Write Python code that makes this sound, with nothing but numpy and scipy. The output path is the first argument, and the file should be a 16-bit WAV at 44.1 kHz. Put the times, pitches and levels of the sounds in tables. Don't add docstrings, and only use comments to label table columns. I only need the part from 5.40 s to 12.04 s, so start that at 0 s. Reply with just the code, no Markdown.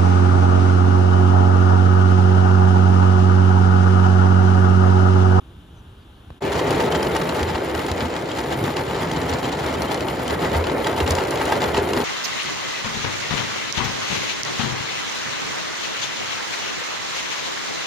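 import sys
import numpy as np
from scipy import signal
from scipy.fft import rfft, irfft, next_fast_len
from scipy.io import wavfile
from scipy.ndimage import uniform_filter1d

SR = 44100
rng = np.random.default_rng(int(sys.argv[2]) if len(sys.argv) > 2 else 0)


def dump_mix(stems):
    frames = np.atleast_2d(stems).T
    limited = np.clip(frames, -1, 1)
    pcm = np.round(limited * 32767).astype(np.int16)
    wavfile.write(sys.argv[1], SR, pcm)


N = 292824
TIME = np.arange(N) / SR

# (frequency [Hz], left minus right [dB])
LEFT_RIGHT_BALANCE = [(80, 0.1), (230, -2.5), (400, -0.2), (700, 1), (1200, 2.5), (1750, 0), (2600, 2.5),
                      (5500, 2), (7200, 1.5), (9000, 0)]
# (pitch [Hz], level [dB], time to fade by 60 dB [s])
TRACK_BED_MODES = [(350, -18, 0.051), (403, -7.5, 0.066), (485, -11.5, 0.089)]
# (pitch [Hz], level [dB], time to fade by 60 dB [s])
FRAME_BANG_MODES = [(134, 2.5, 0.076), (245, -3, 0.14), (323, -10.5, 0.11)]
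# (time [s], relative level [dB])
ENGINE_LOUDNESS = [(1.04, -23), (1.54, -21), (1.64, -23.5), (2.84, -27.5), (4.54, -23.5), (4.64, -29.5),
                   (5.14, -27.5), (5.34, -25.5), (6.14, -21.5), (6.64, -26)]
# (frequency [Hz], relative level [dB])
RIM_COLOUR = [(300, -48), (700, 10), (1100, 2.5), (1900, -3), (2500, -8), (4000, -9.5), (6000, -15),
              (8000, -18.5), (16000, -31)]
# (frequency [Hz], relative level [dB])
CLATTER_COLOUR = [(300, -27), (1000, 13), (2000, -1.5), (3200, 3), (4800, -1), (6200, -10.5), (7500, -6),
                  (9000, -28), (12000, -36), (16000, -37.5)]
# (time [s], relative level [dB])
EXHAUST_BEATS = [(1.085, -47), (1.19, -26), (1.307, -30), (1.405, -32), (1.55, -41), (1.65, -32),
                 (1.76, -26), (1.895, -28), (1.996, -22), (2.099, -26.5), (2.25, -29), (2.383, -27),
                 (2.499, -30), (2.614, -23.5), (2.755, -27), (2.991, -26.5), (3.13, -25.5), (3.266, -25),
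                 (3.385, -25.5), (3.52, -29.5), (3.62, -22.5), (3.775, -24.5), (3.92, -26.5), (4.05, -26),
                 (4.275, -28), (4.42, -28), (4.52, -24.5), (4.689, -24.5), (4.81, -28.5), (4.913, -22.5),
                 (5.045, -21), (5.154, -19.5), (5.285, -27), (5.478, -24), (5.595, -23), (5.70, -22),
                 (5.795, -31), (5.925, -34), (6.014, -21), (6.122, -21.5), (6.232, -20.5), (6.378, -21.5),
                 (6.585, -21)]


def from_db(db):
    return 10 ** (np.asarray(db) / 20)


def rms_one(x):
    return x / np.sqrt(np.mean(x ** 2) + 1e-20)


def in_time(rows):
    times, *columns = np.transpose(rows)
    return [np.interp(TIME, times, column) for column in columns]


def at_hz(points, hz):
    known_hz, values = np.transpose(points)
    return np.interp(np.log(hz + 1), np.log(known_hz), values)


def taps(times, sizes):
    return np.bincount(np.clip(np.asarray(times) * SR, 0, N - 1).astype(int), sizes, N)


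def die_away(hits, decay_s):
    return signal.lfilter([1], [1, -np.exp(-1 / (decay_s * SR))], hits + 1e-18)


def band(x, hz, width_hz):
    return signal.lfilter(*signal.iirpeak(hz, hz / width_hz, fs=SR), x)


def ring(hits, hz, t60):
    fade = 1e-3 ** (1 / (t60 * SR))
    step = 2 * np.pi * hz / SR
    return signal.lfilter([0, np.sin(step)], [1, -2 * fade * np.cos(step), fade * fade], hits + 1e-18)


def strike(blows, modes):
    times, level_db = np.transpose(blows)
    hits = taps(times, from_db(level_db))
    return sum(from_db(db) * ring(hits, hz, t60) for hz, db, t60 in modes)


def grains(per_s, spread_db, decay_s):
    sizes = from_db(spread_db * np.minimum(rng.exponential(1, N), 3.5))
    touches = rng.random(N) < per_s / SR
    return rms_one(np.sqrt(die_away(touches * sizes ** 2, decay_s)))


def swell(peak_times, levels_db, rise_s, fall_s):
    power = np.zeros(N)
    for peak_s, db in zip(peak_times, levels_db):
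        near = slice(max(int((peak_s - .2) * SR), 0), int((peak_s + .3) * SR))
        t = TIME[near] - peak_s
        width_s = np.where(t < 0, rise_s, fall_s)
        power[near] += (from_db(db) * np.exp(-(t / width_s) ** 2)) ** 2
    return np.sqrt(power)


def radiate(force, spectrum):
    # (frequency [Hz], likeness [1 = the same])
    likeness = [(100, .99), (200, .95), (350, .84), (580, .45), (870, .74), (1130, .3), (1500, .65),
                (2000, .84), (2900, .62), (5500, .6), (6800, .8), (10000, .92)]
    # (frequency [Hz], phase lead [radians])
    left_lead = [(200, 0.036), (450, -0.36), (700, -0.2), (1000, -0.31), (1450, -1.12), (2250, -0.11),
                 (2800, 1.8), (3800, 1.2), (6300, 0.31), (7000, 0.25)]
    size = next_fast_len(N + 4096)
    hz = np.arange(size // 2 + 1) * SR / size
    bass_cut = hz ** 2 / (hz ** 2 + spectrum[0][0] ** 2)
    colour = rms_one(from_db(at_hz(spectrum, hz)) * bass_cut)
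    mid, side = rfft(rng.standard_normal((2, N)) * force, size)
    alike = np.clip(at_hz(likeness, hz), -1, 1)
    pair = np.sqrt((1 + alike) / 2) * mid + np.sqrt((1 - alike) / 2) * side * [[1], [-1]]
    to_left = from_db(at_hz(LEFT_RIGHT_BALANCE, hz) / 2) * np.exp(.5j * at_hz(left_lead, hz))
    return irfft(pair * [to_left, 1 / to_left] * colour, size)[:, :N]


def jingle(per_s, spread_db, t60, low_hz, high_hz, count):
    sizes = from_db(spread_db * np.minimum(rng.exponential(1, N), 3)) * rng.choice([-1, 1], N)
    hits = sizes * (rng.random(N) < per_s / SR)
    part_hit = rng.integers(0, count, N)
    out = np.zeros((2, N))
    for part, hz in enumerate(np.geomspace(low_hz, high_hz, count)):
        place_db = at_hz(LEFT_RIGHT_BALANCE, hz) + rng.normal(0, 2.6)
        gains = from_db(np.array([[.5], [-.5]]) * place_db + at_hz(CLATTER_COLOUR, hz))
        out += gains * ring(hits * (part_hit == part), hz, t60)
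    return rms_one(out)


def breeze():
    # (time [s], level [dB])
    air_levels = [(0.0, -46), (0.072, -41.5), (0.678, -45.5), (0.862, -45), (0.88, -42)]
    # (frequency [Hz], relative level [dB])
    air_colour = [(13, -26), (22, -7), (37, -0.5), (91, 0.5), (156, -10), (178, -6.5), (203, -11.5),
                  (327, -13), (359, -19), (410, -39), (520, -35), (680, -43), (1140, -120)]
    air_db, = in_time(air_levels)
    return radiate(from_db(air_db), air_colour)


def simmer(level_db=-53):
    # (frequency [Hz], relative level [dB])
    simmer_colour = [(240, -10), (380, 8.5), (520, -2), (700, -1.5), (1560, -4), (1960, -15), (2500, -13),
                     (2900, -5.5), (3700, -8), (4400, -20.5), (5300, -23.5), (9000, -24), (12000, -23.5),
                     (15500, -36)]
    return radiate(from_db(level_db), simmer_colour)


def bird(waver_hz=170):
    # (time [s], length [s], level [dB], start pitch [Hz], end pitch [Hz])
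    notes = [(0.347, .07, -65, 6400, 5950), (.58, .07, -69, 4800, 4450), (0.732, .08, -69, 4420, 4270)]
    waver = rms_one(uniform_filter1d(rng.standard_normal(N), size=80))
    out = np.zeros(N)
    for start_s, length_s, db, start_hz, end_hz in notes:
        progress = np.clip((TIME - start_s) / length_s, 0, 1)
        hz = start_hz + (end_hz - start_hz) * progress + waver_hz * waver
        loudness = from_db(db) * np.sqrt(np.abs(np.sin(np.pi * progress)))
        out += loudness * np.sin(2 * np.pi * np.cumsum(hz) / SR)
    return out


def deck(pushes):
    # (pitch [Hz], level [dB], time to fade by 60 dB [s])
    deck_modes = [(63, -12, .11), (81, 0, .17), (101, -12, .09), (122, -13, .1)]
    bass_band = signal.butter(3, [52, 300], "band", fs=SR, output="sos")
    return signal.sosfilt(bass_band, strike(pushes, deck_modes))


def light_knock():
    # (time [s], level [dB])
    blow = [(0.904, -32)]
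    # (frequency [Hz], relative level [dB])
    tap_colour = [(60, -12), (220, 6), (500, 0), (1400, 1), (2000, -14), (3000, -8), (6000, -26),
                  (15000, -42)]
    times, level_db = np.transpose(blow)
    tap = radiate(die_away(taps(times, from_db(level_db)), decay_s=.002), tap_colour)
    hollow = strike(blow, FRAME_BANG_MODES + TRACK_BED_MODES)
    return tap + from_db(-3) * deck(blow) + from_db(-6.5) * hollow


def wheels():
    # (time [s], relative level [dB])
    drone_levels = [(1.04, -28), (1.44, -25.5), (2.34, -30), (2.64, -26.5), (2.74, -32.5), (3.24, -28.5),
                    (3.34, -31.5), (3.84, -27), (4.14, -30), (4.44, -25.5), (4.54, -32), (5.14, -25),
                    (5.24, -30.5), (5.74, -26), (5.84, -38), (6.24, -26), (6.44, -29), (6.64, -26.5)]
    roar_levels = [(1.04, -24), (1.34, -19.5), (2.74, -26), (3.04, -26.5), (3.24, -22), (3.34, -26),
                   (3.94, -24), (4.54, -23.5), (4.74, -25), (5.34, -20), (5.54, -23), (5.64, -20.5),
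                   (5.74, -21.5), (6.64, -22.5)]
    # (frequency [Hz], relative level [dB])
    drone_colour = [(25, -48), (45, -20), (75, 8.5), (100, -3.5), (140, 0), (200, 0), (270, 2), (450, -24),
                    (1500, -74)]
    roar_colour = [(100, 1), (220, -8.5), (320, 1), (450, 1), (620, -0.5), (850, -10.5), (1150, -10.5),
                   (2500, -21), (8000, -76)]
    drone_db, = in_time(drone_levels)
    roar_db, = in_time(roar_levels)
    engine_db, = in_time(ENGINE_LOUDNESS)
    tread = grains(per_s=430, spread_db=1, decay_s=.01)
    grit = grains(per_s=1100, spread_db=7, decay_s=.004)
    drone = radiate(from_db(drone_db - 4), drone_colour)
    roar = radiate(from_db(roar_db - 3) * tread, roar_colour)
    grinding = radiate(from_db(engine_db - 9) * grit, RIM_COLOUR)
    return drone + roar + grinding


def metalwork(shaking):
    # (pitch [Hz], width [Hz], boost [dB])
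    resonances = [(400, 33, 3), (493, 19, 2.5), (876, 51, 6), (2040, 320, 3.5), (2970, 290, 3.5),
                  (4050, 140, 2), (7110, 450, 5)]
    return shaking + sum((from_db(db) - 1) * band(shaking, hz, width) for hz, width, db in resonances)


def hum(rows, width_hz):
    level_db, hz = in_time(rows)
    shaking = rng.standard_normal(N) + 1j * rng.standard_normal(N)
    slow_swing = signal.sosfilt(signal.butter(2, width_hz / 2, fs=SR, output="sos"), shaking)
    tone = np.exp(2j * np.pi * np.cumsum(hz) / SR)
    return from_db(level_db) * rms_one(np.real(slow_swing * tone))


def track_hum():
    # (time [s], level [dB], pitch [Hz])
    bed_hum = [(1.04, -27.5, 402.3), (1.4, -31.5, 395.4), (1.7, -29.5, 461.1), (2.05, -32, 365.8),
               (2.6, -39, 341.3), (3.25, -31.5, 317.7), (3.5, -36, 407.4), (3.9, -32.5, 245),
               (4.4, -46, 383.7), (5.3, -44.5, 400), (6.0, -36, 392), (6.64, -29.5, 400.5)]
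    board_rumble = [(1.04, -51, 165), (1.3, -32, 160), (1.8, -33, 165), (2.3, -44, 150), (2.9, -45, 130),
                    (3.25, -27.5, 132), (3.35, -34.5, 135), (3.62, -33.5, 150.3), (3.95, -33.5, 145),
                    (4.5, -40, 130), (5.08, -45, 150), (6.0, -39.5, 140), (6.64, -46, 130)]
    return hum(bed_hum, width_hz=50) + hum(board_rumble, width_hz=55)


def steam_leak():
    # (time [s], relative level [dB])
    hiss_levels = [(1.04, -41.5), (1.84, -38.5), (2.14, -46.5), (2.44, -39.5), (2.74, -48), (3.24, -36.5),
                   (3.34, -45), (4.64, -41), (5.14, -42), (5.34, -40.5), (5.74, -39), (6.64, -40)]
    # (frequency [Hz], relative level [dB])
    hiss_colour = [(4000, -20), (6500, -13.5), (9500, 13), (11500, 2), (14000, 12.5), (16000, -42)]
    hiss_db, = in_time(hiss_levels)
    times, stroke_db = np.transpose(EXHAUST_BEATS)
    surges = swell(times, stroke_db - 29, rise_s=.023, fall_s=.032)
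    spitting = grains(per_s=360, spread_db=4, decay_s=.006)
    return radiate((from_db(hiss_db - 9.5) + surges) * spitting, hiss_colour)


def loose_links():
    return radiate(from_db(-42) * grains(per_s=70, spread_db=2, decay_s=.0043), CLATTER_COLOUR)


def frame_plates():
    engine_db, = in_time(ENGINE_LOUDNESS)
    plates = jingle(per_s=600, spread_db=3, t60=.074, low_hz=1300, high_hz=4196, count=13)
    return from_db(engine_db - 17) * plates


def heavy_knocks(low_cut_hz=164):
    # (time [s], relative level [dB])
    bumps = [(1.074, -11.5), (1.139, -13), (1.213, -9), (1.396, -6), (3.553, -12), (5.045, -14),
             (5.608, -10), (6.111, -14), (6.381, -10), (6.536, -10), (6.601, -17)]
    lurches = [(1.298, -20), (1.445, -22), (2.625, -18), (3.238, -23), (3.279, -16), (3.405, -30),
               (3.622, -21), (3.773, -17), (4.065, -25), (6.568, -14)]
    rings = strike(bumps, TRACK_BED_MODES) + strike(lurches, FRAME_BANG_MODES)
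    return signal.sosfilt(signal.butter(2, low_cut_hz, "high", fs=SR, output="sos"), rings)


def piston_strokes(peak_gap_s=.0037):
    # (frequency [Hz], relative level [dB])
    puff_colour = [(150, 4), (400, 4.5), (850, 5.5), (1200, 0), (2000, -4), (3000, -16), (6000, -22),
                   (15000, -42.5)]
    times, stroke_db = np.transpose(EXHAUST_BEATS)
    outflow = swell(times, stroke_db - 4, rise_s=.025, fall_s=.049)
    sputter = grains(per_s=890, spread_db=2, decay_s=.02)
    shake = swell(times + peak_gap_s, stroke_db - 10.5, rise_s=.039, fall_s=.029) + from_db(-56)
    contacts = grains(per_s=130, spread_db=4, decay_s=.0014)
    rattle = radiate(from_db(-2.5) * shake * contacts, CLATTER_COLOUR)
    puffs = radiate(outflow * sputter, puff_colour)
    rod_ring = jingle(per_s=300, spread_db=2, t60=.051, low_hz=2292, high_hz=7590, count=22)
    return puffs + rattle + from_db(-11) * shake * rod_ring


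def clicks(clink_decay_s=.0034):
    # (time [s], relative level [dB], pitch [Hz], relative treble [dB])
    contacts = [(1.1338, -25.5, 2860, -19), (1.153, -26, 3160, -28), (1.1922, -16.5, 3240, -36),
                (1.2933, -32, 2840, -30), (1.307, -19.5, 2820, -15), (1.4035, -26, 2670, -30),
                (1.524, -17, 3060, -27), (1.5497, -16.5, 3280, -36), (1.557, -22, 3620, -28),
                (1.629, -23.5, 3190, -12), (1.6699, -21.5, 2980, -25), (1.75, -27, 2880, -15),
                (1.7653, -19, 2920, -15), (1.892, -18, 2770, -24), (2.0303, -19, 3230, -21),
                (2.09, -24, 2680, -32), (2.151, -20, 2800, -32), (2.35, -24, 2930, -20),
                (2.4642, -23.5, 3350, -17), (2.515, -19, 4080, -19), (2.9154, -20, 3320, -34),
                (2.973, -27, 2696, -19), (2.987, -24, 4120, -16), (3.004, -28, 5000, -21),
                (3.038, -25, 3140, -28), (3.125, -21.5, 3450, -28), (3.24, -23, 3736, -21),
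                (3.28, -31, 2660, -25), (3.3681, -18.5, 2840, -18.5), (3.631, -25, 3250, -22),
                (3.7153, -21, 3260, -19), (3.763, -22, 3005, -27), (3.8163, -23, 3960, -25),
                (3.894, -19.5, 5700, -34), (3.9365, -20, 4640, -20), (4.045, -23, 3160, -36),
                (4.056, -21, 4050, -33), (4.126, -24, 4000, -18), (4.263, -21, 3620, -22),
                (4.34, -23, 2960, -20), (4.42, -19.5, 4230, -16), (4.544, -21.5, 4180, -14),
                (4.576, -25, 2970, -26), (4.6068, -20, 2580, -19.5), (4.6841, -19.5, 2870, -32),
                (4.8789, -19.5, 3140, -20.5), (4.8982, -20.5, 3280, -29), (5.0233, -22, 2930, -36),
                (5.048, -21, 2780, -30), (5.1164, -25, 2960, -22), (5.167, -25, 2980, -18),
                (5.2404, -19, 2660, -38), (5.269, -20, 2960, -23), (5.445, -18, 3300, -34),
                (5.4696, -19, 3870, -22), (5.5639, -24, 2960, -30), (5.603, -15, 2770, -25),
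                (5.664, -19, 2850, -31), (5.677, -15.5, 3840, -31), (5.707, -15, 5170, -11),
                (5.72, -29, 4270, -7), (5.7519, -20, 3350, -14), (5.7852, -19, 2870, -30),
                (5.8071, -22, 2810, -31), (5.8374, -24.5, 2720, -15), (5.9081, -23.5, 4220, -12),
                (5.957, -22.5, 3320, -20), (6.055, -24.5, 2800, -12), (6.101, -33, 3660, -10),
                (6.1228, -30, 4700, -7), (6.234, -34, 3016, -20), (6.345, -17, 2870, -36),
                (6.3687, -16, 2680, -36), (6.3756, -23, 4090, -11.5), (6.489, -23, 3680, -22),
                (6.5337, -16, 2810, -22), (6.566, -21, 4500, -32), (6.6036, -21, 4200, -28),
                (6.612, -23, 3080, -21)]
    # (multiple of its pitch, level [dB])
    clink_modes = [(1, 0), (1.17, -7), (1.46, -7), (1.9, -13)]
    times, level_db, ring_hz, treble_db = np.transpose(contacts)
    first_hits = taps(times, from_db(level_db - 7))
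    rebounds = taps(times + rng.uniform(.002, .004, len(times)), from_db(level_db - 9))
    late_hits = taps(times + rng.uniform(.006, .014, len(times)), from_db(level_db - 12.5))
    blows = first_hits + rebounds + late_hits
    crack = die_away(blows, decay_s=.0016) + from_db(-22) * die_away(blows, decay_s=.01)
    # (frequency [Hz], relative level [dB])
    tick_colour = [(2000, -25), (5000, 14), (7200, 5.5), (10000, 7), (14000, -16), (16000, -4)]
    ticks = die_away(taps(times, from_db(level_db + treble_db + 10)), decay_s=.0025)
    clinks = np.zeros(N)
    for start_s, db, hz in zip(times, level_db, ring_hz):
        near = slice(int(start_s * SR), int((start_s + .05) * SR))
        t = TIME[near] - TIME[near][0]
        tones = sum(from_db(mode_db) * np.sin(2 * np.pi * hz * ratio * t)
                    for ratio, mode_db in clink_modes)
        clinks[near] += from_db(db - 7) * tones * np.exp(-t / clink_decay_s)
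    slightly_left = from_db([[1.2], [-1.2]])
    return radiate(crack, CLATTER_COLOUR) + radiate(ticks, tick_colour) + clinks * slightly_left


def deck_thumps(boom_hz=83.5):
    # (time [s], relative level [dB])
    thumps = [(1.15, -25), (1.33, -22), (2.004, -19), (2.077, -25), (2.14, -23), (2.509, -22.5),
              (2.621, -24), (3.776, -26), (3.912, -26), (4.117, -27), (5.035, -23), (5.154, -15.5),
              (5.179, -20), (5.617, -16.5), (5.704, -15.5), (6.269, -22), (6.383, -24)]
    times, thump_db = np.transpose(thumps)
    boom_loudness = swell(times + .02, thump_db - 9.5, rise_s=.043, fall_s=.051)
    return deck(thumps) + boom_loudness * hum([(0, 0, boom_hz)], width_hz=11)


def rail_clanks(scatter_db=3.5, detune=.02):
    # (time [s], relative level [dB])
    clanks = [(1.403, -17), (1.549, -16), (1.758, -16), (1.816, -18), (2.155, -19), (2.345, -24),
              (2.754, -28), (2.985, -20), (3.123, -26), (3.278, -26), (5.051, -21), (5.468, -14),
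              (5.602, -25), (5.716, -25), (5.783, -16), (5.925, -21), (6.013, -16), (6.122, -10.5),
              (6.227, -21), (6.346, -18.5), (6.572, -20)]
    # (pitch [Hz], level [dB], time to fade by 60 dB [s])
    rail_modes = [(882, 0, .085), (945, -7, .05), (1230, -10, .06), (1590, -8, .07), (1915, -6, .06),
                  (2800, -14, .06), (3330, -17, .06), (4750, -18, .04)]
    times, level_db = np.transpose(clanks)
    bursts = swell(times + .0028, level_db - 9.5, rise_s=.0024, fall_s=.011)
    chatter = bursts * grains(per_s=580, spread_db=4.5, decay_s=.00072)
    hz, mode_db, t60 = np.transpose(rail_modes)[:, :, None]
    variations = rng.uniform(-1, 1, (len(times), 2, len(hz), 1))
    rings = np.zeros(N)
    for start_s, db, (colour, tuning) in zip(times, level_db, variations):
        near = slice(int(start_s * SR), int((start_s + .15) * SR))
        t = TIME[near] - TIME[near][0]
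        sizes = from_db(db - 3.5 + mode_db + scatter_db * colour - 60 * t / t60)
        tones = np.sin(2 * np.pi * hz * (1 + detune * tuning) * t)
        rings[near] += np.sum(sizes * tones, axis=0)
    return radiate(chatter, RIM_COLOUR) + rings


def wheel_squeaks(waver_hz=130, fade_s=.012):
    # (time [s], level [dB], pitch [Hz])
    squeaks = [(6.282, -41, 11700), (6.498, -41, 11240)]
    waver = rms_one(uniform_filter1d(rng.standard_normal(N), size=100))
    out = np.zeros(N)
    for peak_s, db, hz in squeaks:
        loudness = from_db(db) * np.exp(-((TIME - peak_s) / fade_s) ** 2)
        out += loudness * np.sin(2 * np.pi * np.cumsum(hz + waver_hz * waver) / SR)
    return out


def scene():
    run_start_s = 1.0073
    fade_out = np.clip((run_start_s - .005 - TIME) / .022, 0, 1)
    fade_in = np.clip((TIME - run_start_s + .004) / .032, 0, 1) ** 1.4
    machinery = wheels() + piston_strokes() + clicks() + steam_leak() + loose_links() + frame_plates()
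    train = metalwork(machinery) + rail_clanks() + heavy_knocks() + wheel_squeaks()
    track = track_hum() + deck_thumps()
    standing = light_knock() + breeze() + simmer() + bird()
    return fade_out * standing + fade_in * (train + track)


def record(dry):
    # (frequency [Hz], width [Hz])
    flipped_bands = [(8500, 1800), (12150, 1100)]
    low_cut_hz, high_cut_hz = 35.5, 15800
    left, right = signal.sosfilt(signal.butter(2, low_cut_hz, "high", fs=SR, output="sos"), dry)
    for hz, width_hz in flipped_bands:
        left = left - 2 * band(left, hz, width_hz)
    treble_cut = signal.ellip(10, .2, 80, high_cut_hz, fs=SR, output="sos")
    return signal.sosfilt(treble_cut, np.array([left, right]))


dry = scene()
out = record(dry)
dump_mix(out)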